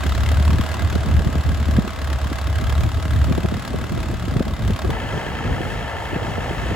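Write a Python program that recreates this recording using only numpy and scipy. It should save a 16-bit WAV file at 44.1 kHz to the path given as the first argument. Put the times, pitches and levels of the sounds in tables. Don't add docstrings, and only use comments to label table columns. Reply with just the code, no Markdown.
import sys
import numpy as np
from scipy import signal
from scipy.fft import rfft, irfft
from scipy.io import wavfile
from scipy.ndimage import uniform_filter1d

SR = 44100
rng = np.random.default_rng(int(sys.argv[2]) if len(sys.argv) > 2 else 0)


def undo_db(level):
    steps = np.asarray(level, float) / 20
    return 10 ** steps


def generate_wav(sig):
    pcm = np.round(np.clip(np.atleast_2d(sig).T, -1, 1) * 32767).astype(np.int16)
    wavfile.write(sys.argv[1], SR, pcm)


N = 297675
T = np.arange(N) / SR
HZ = np.fft.rfftfreq(N, 1 / SR)
CUT_S = 4.915


def curve(table):
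    s, *columns = np.transpose(table)
    return [np.interp(T, s, c) for c in columns]


def unit(x):
    return x / np.sqrt(np.mean(x ** 2))


def walk(rate_hz):
    hold = int(SR / rate_hz)
    steps = np.repeat(rng.standard_normal(N // hold + 1), hold)
    return unit(uniform_filter1d(uniform_filter1d(steps, hold), hold)[:N])


def colour(x, spectrum, rings=()):
    hz, db = np.transpose(spectrum)
    gain_db = np.interp(np.log(HZ + 1), np.log(hz), db)
    for ring_hz, width_hz, ring_db in rings:
        gain_db = gain_db + ring_db / (1 + (2 * (HZ - ring_hz) / width_hz) ** 2)
    return irfft(rfft(x) * undo_db(gain_db), N)


def patchy(spectrum, rings, flicker_db):
    hiss = rfft(colour(rng.standard_normal((2, N)), spectrum, rings))
    out = 0
    for octave in (8, 9.5, 11, 12.5, 14):
        band = np.clip(1 - abs(np.log2(HZ + 1) - octave) / 1.5, 0, 1)
        out = out + irfft(hiss * band, N) * undo_db(flicker_db * walk(12))
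    return unit(out)


def ports(pair, table):
    hz, *columns = np.transpose(table)
    lead, lean_db, apart_db = (np.interp(HZ, hz, c) for c in columns)
    side = np.array([[1], [-1]])
    same, apart = rfft(pair)
    both = same * np.exp(.5j * side * lead) + side * apart * undo_db(apart_db)
    return irfft(both * undo_db(side * lean_db / 2), N)


def beat(place, rise, fall):
    p = place % 1
    return (1 - np.exp(-p / rise)) ** 2 * np.exp(-p / fall)


def ring(struck, hz, t60):
    keep, turn = np.exp(-np.log(1000) / (t60 * SR)), 2 * np.pi * hz / SR
    return signal.lfilter([np.sin(turn)], [1, -2 * keep * np.cos(turn), keep ** 2], struck)


# start_s, peak_db, swing_hz, crackle_db (over the swing)
STRONG_EDDIES = [(.054, -15, 150, -9), (.398, -14, 167, -12), (.488, -11, 179, -26), (.54, -10, 151, -30),
                 (.59, -9, 197, -24), (.953, -8, 170, -7), (1.06, -17.5, 211, -10), (1.139, -12, 139, -22),
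                 (1.26, -6, 132, -24), (1.35, -12.5, 207, -15), (1.682, -13.5, 221, -20),
                 (1.781, -2, 193, -17.5), (2.312, -15, 235, -15), (2.618, -16, 203, -20),
                 (2.828, -15, 169, -20), (3.051, -14.5, 130, -22), (3.306, -7, 202, -13.5),
                 (3.375, -9.5, 260, -7), (3.443, -8, 168, -6), (3.517, -10.5, 191, -7),
                 (3.736, -13, 200, -4), (3.914, -16, 185, -24), (3.97, -19, 220, 0),
                 (4.274, -17.5, 241, -12), (4.315, -14.5, 166, -12), (4.358, -7, 147, -11),
                 (4.401, -5, 208, -10), (4.696, -7.5, 165, -9.5), (4.843, -17, 215, 1),
                 (4.89, -11.5, 240, -4)]
# start_s, peak_db, swing_hz
LATE_EDDIES = [(5.167, -20.5, 176), (5.26, -23, 148), (5.445, -20, 132), (5.491, -22, 183),
               (5.601, -16, 252), (5.747, -30, 137), (6.126, -18.5, 140), (6.158, -11.5, 132),
               (6.215, -24, 143), (6.274, -20, 221), (6.377, -14, 200), (6.502, -18, 260),
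               (6.655, -20, 260), (6.707, -17, 258)]
# start_s, peak_db, swing_hz
SMALL_EDDIES = [(.31, -21, 200), (0.637, -21, 200), (.746, -23, 200), (0.815, -28, 226), (.925, -20, 150),
                (1.09, -21, 204), (1.2, -14, 150), (1.287, -16, 230), (1.38, -36, 200), (1.528, -30, 200),
                (1.841, -18, 200), (1.869, -17.5, 306), (2.016, -22, 190), (2.112, -18, 287),
                (2.25, -20, 199), (2.471, -33, 196.5), (2.689, -22, 200), (2.782, -24, 200),
                (2.852, -19, 200), (2.977, -20, 199), (3.153, -20, 200), (3.54, -20, 260),
                (3.57, -17.5, 240), (3.647, -27, 200), (3.713, -30, 310), (3.75, -16, 200),
                (3.837, -19, 150), (3.93, -21, 200), (4.004, -34, 258), (4.036, -21, 275),
                (4.061, -31, 288), (4.108, -24, 186), (4.13, -18.5, 130), (4.235, -17.5, 140),
                (4.464, -17, 175), (4.507, -34, 200), (4.606, -25, 200), (4.65, -22, 160),
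                (4.935, -22, 170), (5.03, -24, 200), (5.129, -35, 170), (5.231, -25, 200),
                (5.282, -25, 330), (5.38, -29, 330), (5.53, -24, 300), (5.662, -21, 170), (5.786, -27, 170),
                (5.813, -27, 170), (6.238, -22, 300), (6.287, -20, 160), (6.311, -22, 170),
                (6.625, -21, 130), (6.41, -27, 170)]


def eddies():
    late = [(*row, -3) for row in LATE_EDDIES]
    small = [(*row, -9) for row in SMALL_EDDIES]
    return [*STRONG_EDDIES, *late, *small]


# freq_hz, level_db (per Hz)
GUST_COLOUR = [(25, -38), (45, -0.5), (75, -2), (130, -4.5), (250, -9), (400, -20.5), (700, -24),
               (1200, -59), (3000, -110)]


def gusts(gust_db, bursts, alike=0.59):
    shared, *own = (undo_db(2.2 * walk(40)) * rng.standard_normal(N) for _ in range(3))
    wake_db, wake_s = -20, .022
    wake = sum(undo_db(db + wake_db) * np.exp(-((T - s) / wake_s) ** 2) for s, db, *_ in bursts)
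    strength = undo_db(gust_db + .8 * walk(7.4)) + wake
    return strength * unit(colour(alike * shared + (1 - alike) * np.array(own), GUST_COLOUR))


def wind(gust_db):
    bursts = eddies()
    out = gusts(gust_db, bursts)
    rough = rng.standard_normal((2, N)) + 1.08 * rng.standard_normal(N)
    rough = unit(colour(rough, [(200, -40), (330, 2.5), (500, -6.0), (750, -12.0), (1300, -36), (3000, -90)]))
    snap_hz, snap_s, snap_db = 368, 0.0016, 4.5
    t = np.arange(-400, 1800) / SR
    for (s, db, hz, crackle_db), (first, lean) in zip(bursts, rng.standard_normal((len(bursts), 2))):
        lag = .0005 * first * np.array([1, -1])
        pan_db = 1.5 * lean * np.array([[1], [-1]])
        late = t - .0075 - lag[:, None]
        shape = np.exp(-(late / np.where(late < 0, .003, 1.01 / hz)) ** 2)
        drop = 0.004 * np.exp(-np.maximum(late + 0.0042, 0) / 0.0031)
        swing = np.sin(2 * np.pi * hz * (0.78 * late - drop)) * shape
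        at = np.clip(int(s * SR) - 400 + np.arange(len(t)), 0, N - 1)
        crackle = undo_db(crackle_db - 6.5) * rough[:, at] * np.exp(-(late / 0.0062) ** 2)
        snap = undo_db(crackle_db + snap_db) * np.cos(2 * np.pi * snap_hz * late) * np.exp(-(late / snap_s) ** 2)
        out[:, at] += undo_db(db - 2.5 + pan_db / 2) * (swing + crackle + snap)
    return out


# time_s, change_db, fade_s (each way)
DUCKS_AND_SURGES = [(0, -1, .1), (.43, -3, 0.026), (.68, -16, 0.081), (.77, -12, 0.044), (.92, -10, 0.048),
                    (1.03, -8, 0.061), (1.29, -15.5, 0.1), (1.429, -28, 0.026), (1.57, -6, 0.044),
                    (1.65, -12, 0.035), (1.73, 3, 0.034), (2.2, -12, 0.029), (2.29, -5, 0.063),
                    (2.39, -9.5, 0.13), (2.65, -6, 0.2), (2.92, -15.5, 0.046), (3.04, -10, 0.1),
                    (3.5, -3, 0.028), (3.65, -14, 0.075), (3.89, -14, .04), (4.04, -14, 0.038),
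                    (4.23, -5, 0.22), (4.44, -13, 0.076), (4.58, -15, 0.049), (4.79, -20, 0.066),
                    (5.15, 13, 0.061), (5.51, 18, 0.076), (5.73, 4, 0.033), (6.3, 3, 0.03), (6.64, 1, .06)]


def guard(boom_db):
    return boom_db + sum(db * np.clip(1 - abs(T - s) / fade, 0, 1) for s, db, fade in DUCKS_AND_SURGES)


# time_s, note_share (0-1)
STACK_SHARE = [(0, 0.85), (.15, 0.8), (1.8, 0.73), (2.4, 0.7), (3.33, 0.7), (3.42, 0.6), (4.85, 0.1),
               (4.95, 0.65), (6.75, 0)]
# multiple (of the firing rate), level_db, phase_rad
STACK_PARTIALS = [
    (2, -1, -3),
    (3, -14.5, 1),
    (4, -25, -0.5),
    (1, -50, 2),
]


def boom(crank, boom_db):
    share = np.clip(curve(STACK_SHARE)[0], 0, 1)
    note = 0
    for multiple, db, rad in STACK_PARTIALS:
        level = undo_db(db + 1.37 * walk(18))
        note = note + level * np.cos(2 * np.pi * multiple * crank + rad + 0.55 * walk(11))
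    rumble_colour = [(25, -40), (45, -5.5), (68, -4.5), (90, -2.0), (130, -10.0), (300, -63.5)]
    mid, side = unit(colour(rng.standard_normal((2, N)), rumble_colour))
    apart = 0.31 * side * np.array([[1], [-1]])
    return undo_db(boom_db) * (np.sqrt(2 * share) * note + np.sqrt(1 - share) * mid + apart)


# beat (0-5), pitch_hz, level_db, t60_s
DIESEL_PARTS = [(0, 3213, 3, 0.039), (.03, 2640, -1, 0.091), (0, 1784, 6, 0.07), (0, 2070, -6, 0.028),
                (.12, 1280, -2, 0.06), (0.499, 920, -1, 0.13), (.85, 1657, 5, 0.09), (1.0, 2014, 3, .05),
                (1.02, 2980, 0, 0.017), (1.15, 2620, -3, .04), (1.448, 1390, 1, 0.061),
                (1.949, 2090, 2, 0.072), (2.02, 3200, -0.5, 0.063), (2.1, 1332, 7.5, 0.059),
                (2.052, 1750, 6, .03), (1.8, 700, 0, 0.036), (3.001, 1750, 3, 0.13),
                (3.049, 2010, -1, 0.038), (3.099, 894, 13, 0.026), (4.03, 2970, 1, 0.028),
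                (4.2, 743, 1, 0.057), (4.299, 1366, 1, .05)]


def struck_parts(crank):
    out = 0
    for (at, hz, db, t60), luck in zip(DIESEL_PARTS, rng.standard_normal((len(DIESEL_PARTS), N // 2000))):
        blows, = np.nonzero(np.diff(np.floor((crank - at) / 5)))
        struck = np.zeros((2, N))
        struck[0, blows] = undo_db(db + 1.8 * luck[:len(blows)])
        out = out + ring(struck, hz, t60)
    return out / np.sqrt(np.mean(out[0, T > CUT_S] ** 2))


# freq_hz, level_db (per Hz)
CLATTER_COLOUR = [(250, -13), (450, -0.5), (700, -0.5), (1050, -6.5), (1450, -9), (1750, -7.5),
                  (2100, -7.5), (2420, -13.5), (2650, -10.5), (3200, -12.5), (3600, -18.5), (6000, -26),
                  (9000, -26), (12000, -34.5), (16000, -36)]
# pitch_hz, width_hz, boost_db
DIESEL_METAL = [(684, 25, 6), (880, 40, 4), (1209, 14, 9), (1310, 14, 10), (1360, 14, 12), (1528, 14, 9),
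                (1607, 14, 7), (1700, 40, 7), (1744, 24, 6), (2029, 20, 5), (2166, 18, 9), (2625, 60, 3.5),
                (3160, 60, 4), (6200, 60, 4), (15340, 200, 7)]
CYCLE_BEATS_DB = [7.5, 7, 7, 0.5, -0.5]
# time_s, level_db
DIESEL_LEVEL = [
    (4.92, -33),
    (5.5, -33),
    (6.1, -32.7),
    (6.75, -32.5),
]
# freq_hz, left_lead_rad, left_over_right_db, unrelated_db
DIESEL_STEREO = [(0, 0, .5, -7), (700, .3, 1, -7), (2400, 1, 1.5, -9), (4400, 1.1, 2.5, -5),
                 (6100, 1.2, 2, -6), (9000, -3.14, 0, -14), (13200, -9.42, 0, -14), (15300, -12.57, 0, -22),
                 (22050, -12.57, 0, -22)]


def diesel(crank):
    memory, steps = .9, 3870
    fresh = rng.standard_normal((2, int(crank[-1] / 5) + 2, steps))
    kept = signal.lfilter([1], [1, -memory], fresh, axis=1).reshape(2, -1)
    knocks = kept[:, (crank / 5 * steps).astype(int)]
    place = crank + .12
    beat_db = np.take(CYCLE_BEATS_DB, place.astype(int) % 5) + 6
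    gate = .35 + undo_db(beat_db) * beat(place, .1, .22)
    clatter = unit(colour(gate * knocks, CLATTER_COLOUR, DIESEL_METAL))
    fan = undo_db(-3.5) * patchy(CLATTER_COLOUR, DIESEL_METAL[-2:], 1.2)
    whine = np.sin(2 * np.pi * 16 * crank + 1.4 * walk(9)) * undo_db(-16 + 3 * walk(6.8))
    whine = whine * np.array([[1], [0]])
    near_db, = curve(DIESEL_LEVEL)
    engine = undo_db(-1.0) * clatter + undo_db(-7.5) * struck_parts(crank) + fan + whine
    return ports(undo_db(near_db + 3.0) * engine, DIESEL_STEREO)


# start_s, peak_db, low_ring_hz, high_ring_hz
NEAR_CLANKS = [(0.032, -14, 1570, 2500), (0.0653, -17, 1600, 3360), (0.093, -26, 1140, 2720),
               (0.121, -15.5, 1280, 3680), (0.1484, -16, 1720, 4010), (0.2069, -19, 1600, 3700),
               (0.2324, -23, 1130, 4000), (0.2603, -18.5, 2150, 2670), (0.2894, -23, 1060, 3300),
               (0.3152, -25, 1270, 3810), (0.3421, -25, 1220, 2620), (0.37, -20, 1530, 2620),
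               (0.4494, -25, 1110, 3200), (0.4763, -19, 1000, 2580), (0.5038, -29, 1690, 2700),
               (0.5305, -25, 1640, 4170), (0.585, -21, 1250, 2560), (0.61, -27, 1090, 3260),
               (0.6619, -26, 902, 2900), (0.7412, -17, 1030, 2770), (0.7921, -18.5, 1580, 3730),
               (0.8994, -24, 1580, 2410), (0.924, -21, 1450, 2610), (0.953, -18, 1270, 4020),
               (1.1897, -30, 1020, 3570)]
# start_s, peak_db, low_ring_hz, high_ring_hz
FAR_CLANKS = [(1.5153, -24, 1620, 3140), (1.5425, -24, 1180, 3160), (1.71, -32, 1300, 2800),
              (1.7627, -21, 1670, 3160), (1.8785, -18, 1270, 2560), (2.0456, -30, 1280, 3000),
              (2.072, -22, 1080, 3200), (2.1, -32, 920, 2630), (2.1509, -26, 1140, 2790),
              (2.2434, -19, 1060, 3170), (2.3265, -25, 1270, 3150), (2.3863, -27, 1470, 3230),
              (2.4143, -28, 1020, 3950), (2.4701, -26, 1240, 3160), (2.5567, -19, 1600, 3080),
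              (2.5864, -23, 1200, 3200), (2.641, -21, 1240, 3190), (2.6692, -18, 1610, 3240),
              (2.6997, -19, 1040, 3250), (2.752, -20, 1280, 3860), (2.7797, -23, 1120, 3280),
              (2.8089, -26, 1640, 2580), (2.8356, -23, 1300, 2420), (3.0268, -27, 1050, 2610),
              (3.053, -24, 1640, 2590), (3.1062, -23, 1350, 3500), (3.214, -23, 1270, 3770),
              (3.2424, -24, 1220, 3460), (3.3229, -20, 1150, 2440), (3.4324, -21, 1170, 3250),
              (3.5397, -20, 1810, 2700), (3.621, -29, 1150, 3200), (3.6494, -24, 1070, 3180),
              (3.839, -21.5, 1320, 2690), (4.0295, -24, 970, 2530), (4.3668, -26, 2060, 3140),
              (4.3938, -24, 1610, 2550), (4.422, -20, 1550, 2600), (4.4801, -29, 980, 3740),
              (4.5354, -21, 966, 3640), (4.6222, -20, 930, 3730), (4.6781, -23, 1350, 3660),
              (4.706, -23, 1630, 3130), (4.734, -22, 1250, 2760), (4.7604, -19, 1130, 2400),
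              (4.7909, -17, 1080, 3670), (4.8207, -26, 1120, 2550), (4.846, -28, 1280, 2500),
              (4.9026, -15, 920, 3460)]
# under_peak_db, t60_s
CLANK_DECAYS = [
    (-7, .022),
    (-10.5, .018),
]


def clanks():
    out, t = np.zeros((2, N)), np.arange(1500) / SR
    for s, db, *rings_hz in NEAR_CLANKS + FAR_CLANKS:
        start = int(s * SR)
        for hz, (under_db, t60) in zip(rings_hz, CLANK_DECAYS):
            envelope = (1 - np.exp(-t / 0.0017)) * np.exp(-np.log(1000) * t / t60)
            out[0, start:start + len(t)] += undo_db(db + 4.0 + under_db) * envelope * np.sin(2 * np.pi * hz * t)
    return out


# pitch_hz, level_db, t60_s
BLOCK_MODES = [
    (1125, 6.5, 0.042),
    (1345, 5.5, 0.014),
    (1770, -4, 0.013),
    (2647, -2, 0.043),
    (3610, -2, 0.023),
    (5080, -8.5, 0.018),
    (6200, -22, 0.017),
]


def block_knock(place, firing, chance):
    blows, = np.nonzero(np.diff(np.floor(place - .1)))
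    knock = 0
    for k, (hz, db, t60) in enumerate(BLOCK_MODES):
        struck = np.zeros((2, N))
        struck[:, blows] = undo_db(db + 3.0 * chance[firing[blows], 2 + 2 * k:4 + 2 * k].T)
        struck[1, blows] *= np.sign(chance[firing[blows], 1])
        knock = knock + ring(struck, hz, t60)
    return unit(knock)


# freq_hz, level_db (per Hz)
PUFF_COLOUR = [(400, -9), (650, -1), (1000, -4), (1600, -2.5), (2350, -10), (3300, -8), (4500, -12.5),
               (6000, -18), (8000, -16.5), (11000, -20), (16000, -24.5)]
# freq_hz, level_db (per Hz)
TICK_COLOUR = [(400, -10), (1000, 0.5), (2000, 0.5), (3500, -5), (6000, -20), (10000, -24), (16000, -36)]
# freq_hz, level_db (per Hz)
SOIL_COLOUR = [(200, -1), (430, -8), (650, -3), (900, -6), (1300, -6.5), (1800, -13), (2400, -16.5),
               (3200, -15.5), (5500, -27), (8000, -24.5), (16000, -42)]
# pitch_hz, width_hz, boost_db
OLD_METAL = [(639, 48, 5), (1280, 34, 4), (1635, 51, 6.5), (2034, 81, 6.5)]
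FIRINGS_DB = [-1.2, -0.34, 1.3, 0.63]
# time_s, level_db
OLD_LEVEL = [(0, -38), (.3, -38), (.75, -38.5), (1.25, -39.5), (2, -40.5), (3, -40), (3.7, -40.5),
             (4.2, -42), (4.6, -42.5), (4.9, -41)]
# freq_hz, left_lead_rad, left_over_right_db, unrelated_db
OLD_STEREO = [(0, 0, -.5, -4), (700, -.1, -.5, -5), (1400, -.3, -.5, -10), (2400, 0, 2, -10),
              (4400, -.5, 5, -6), (5500, .2, 3, -1), (6500, .7, 1, -6), (9100, -3.14, 0, -11),
              (13400, -9.42, 0, -11), (15500, -12.57, 0, -20), (22050, -12.57, 0, -20)]


def old_tractor(crank):
    place = crank + .25
    firing = np.floor(place).astype(int) + 4
    chance = rng.standard_normal((N // 500, 2 + 2 * len(BLOCK_MODES)))
    hard_db = np.zeros(len(chance))
    hard = [firing[int((s + .004) * SR)] for s, *_ in NEAR_CLANKS + FAR_CLANKS]
    hard_db[hard] = 3.3
    puff = undo_db(hard_db + 1.2 * chance[:, 0] + np.resize(FIRINGS_DB, len(chance)))[firing]
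    tick = undo_db(-8.5 + 3.5 * chance[:, 1])[firing]
    gas = rng.standard_normal((2, N))
    puffs = colour(puff * beat(place, 0.037, 0.21) * gas, PUFF_COLOUR, OLD_METAL)
    ticks = colour(tick * beat(place - .55, 0.069, .15) * gas, TICK_COLOUR, OLD_METAL)
    engine = undo_db(1.8) * unit(puffs + ticks) + undo_db(-6) * block_knock(place, firing, chance)
    soil = undo_db(3.0) * patchy(SOIL_COLOUR, OLD_METAL, 0.9)
    near_db, = curve(OLD_LEVEL)
    return ports(undo_db(near_db) * (engine + soil) + clanks(), OLD_STEREO)


# time_s, rate_hz
OLD_SPEED = [(0.0, 34.42), (0.327, 36.72), (0.655, 38.21), (0.982, 37.72), (1.309, 37.06), (1.637, 36.21),
             (1.964, 35.81), (2.291, 34.98), (2.619, 35.51), (2.946, 36.74), (3.273, 37.11), (3.601, 36.52),
             (3.928, 37.1), (4.255, 35.1), (4.583, 35.6), (4.91, 35.21)]
# time_s, rate_hz
DIESEL_SPEED = [(4.92, 57.06), (5.527, 56.98), (6.133, 56.78), (6.74, 57.26)]
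# time_s, boom_db (bass past the guard), gust_db
WIND_LEVEL = [(0, -22.5, -27), (.34, -16, -32.5), (.7, -16, -27), (.9, -17, -29.5), (1.1, -15.5, -26.5),
              (1.78, -17.5, -28.5), (1.84, -34.5, -31), (2.07, -22.5, -41.5), (2.5, -17.5, -33.5),
              (2.87, -14, -30), (3.02, -16, -34), (3.3, -16, -28), (3.4, -26.5, -34), (3.8, -26, -29),
              (4.4, -22, -30), (4.91, -22.5, -27.5), (5.09, -40, -32), (5.7, -34, -30),
              (5.97, -34.5, -36.5), (6.75, -29.5, -29.5)]


def scene():
    old_crank = -.43 + np.cumsum(curve(OLD_SPEED)[0]) / SR
    diesel_crank = .07 + np.cumsum(curve(DIESEL_SPEED)[0] * (T > CUT_S)) / SR + 200
    boom_db, gust_db = curve(WIND_LEVEL)
    first = np.clip((CUT_S - T) / .004 + .5, 0, 1)
    engines = first * old_tractor(old_crank) + (1 - first) * diesel(diesel_crank)
    gust_db = gust_db + 0.42 * guard(0)
    return engines + boom(old_crank, guard(boom_db)) + wind(gust_db)


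def roll_off(x):
    return signal.sosfilt(signal.butter(12, 16970, fs=SR, output="sos"), x)


# start_s, end_s, low_hz, high_hz, spare (0-3)
SILENT_SUM_BANDS = [
    (0, 2.3, 8350, 9750, 1.0),
    (0, 2.3, 12800, 13900, .8),
    (2.3, 4.92, 8350, 9750, .4),
    (2.3, 4.92, 12800, 13900, .3),
    (4.92, 6.75, 8350, 9700, 1.4),
    (4.92, 6.75, 12500, 13900, 3),
]


def record(dry):
    low_cut = signal.butter(2, 36, "high", fs=SR, output="sos")
    trimmed = signal.sosfilt(low_cut, np.tanh(1.199 * dry) / 1.03)
    trimmed = irfft(rfft(trimmed) * (HZ < 15880), N)
    both = rfft(trimmed.mean(axis=0))
    for start, end, low_hz, high_hz, spare in SILENT_SUM_BANDS:
        edges, opens = np.linspace(low_hz, high_hz, 5), walk(43)
        for low, high, less in zip(edges, edges[1:], (.9, 0, 0, .9)):
            silent = .8 * opens + .6 * walk(43) < spare + .15 - less
            dropped = (T >= start) * (T < end) * silent
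            band = irfft(both * (HZ > low) * (HZ <= high), N)
            trimmed = trimmed - uniform_filter1d(1. * dropped, size=300) * band
    return roll_off(trimmed)


dry = scene()
out = record(dry)
generate_wav(out)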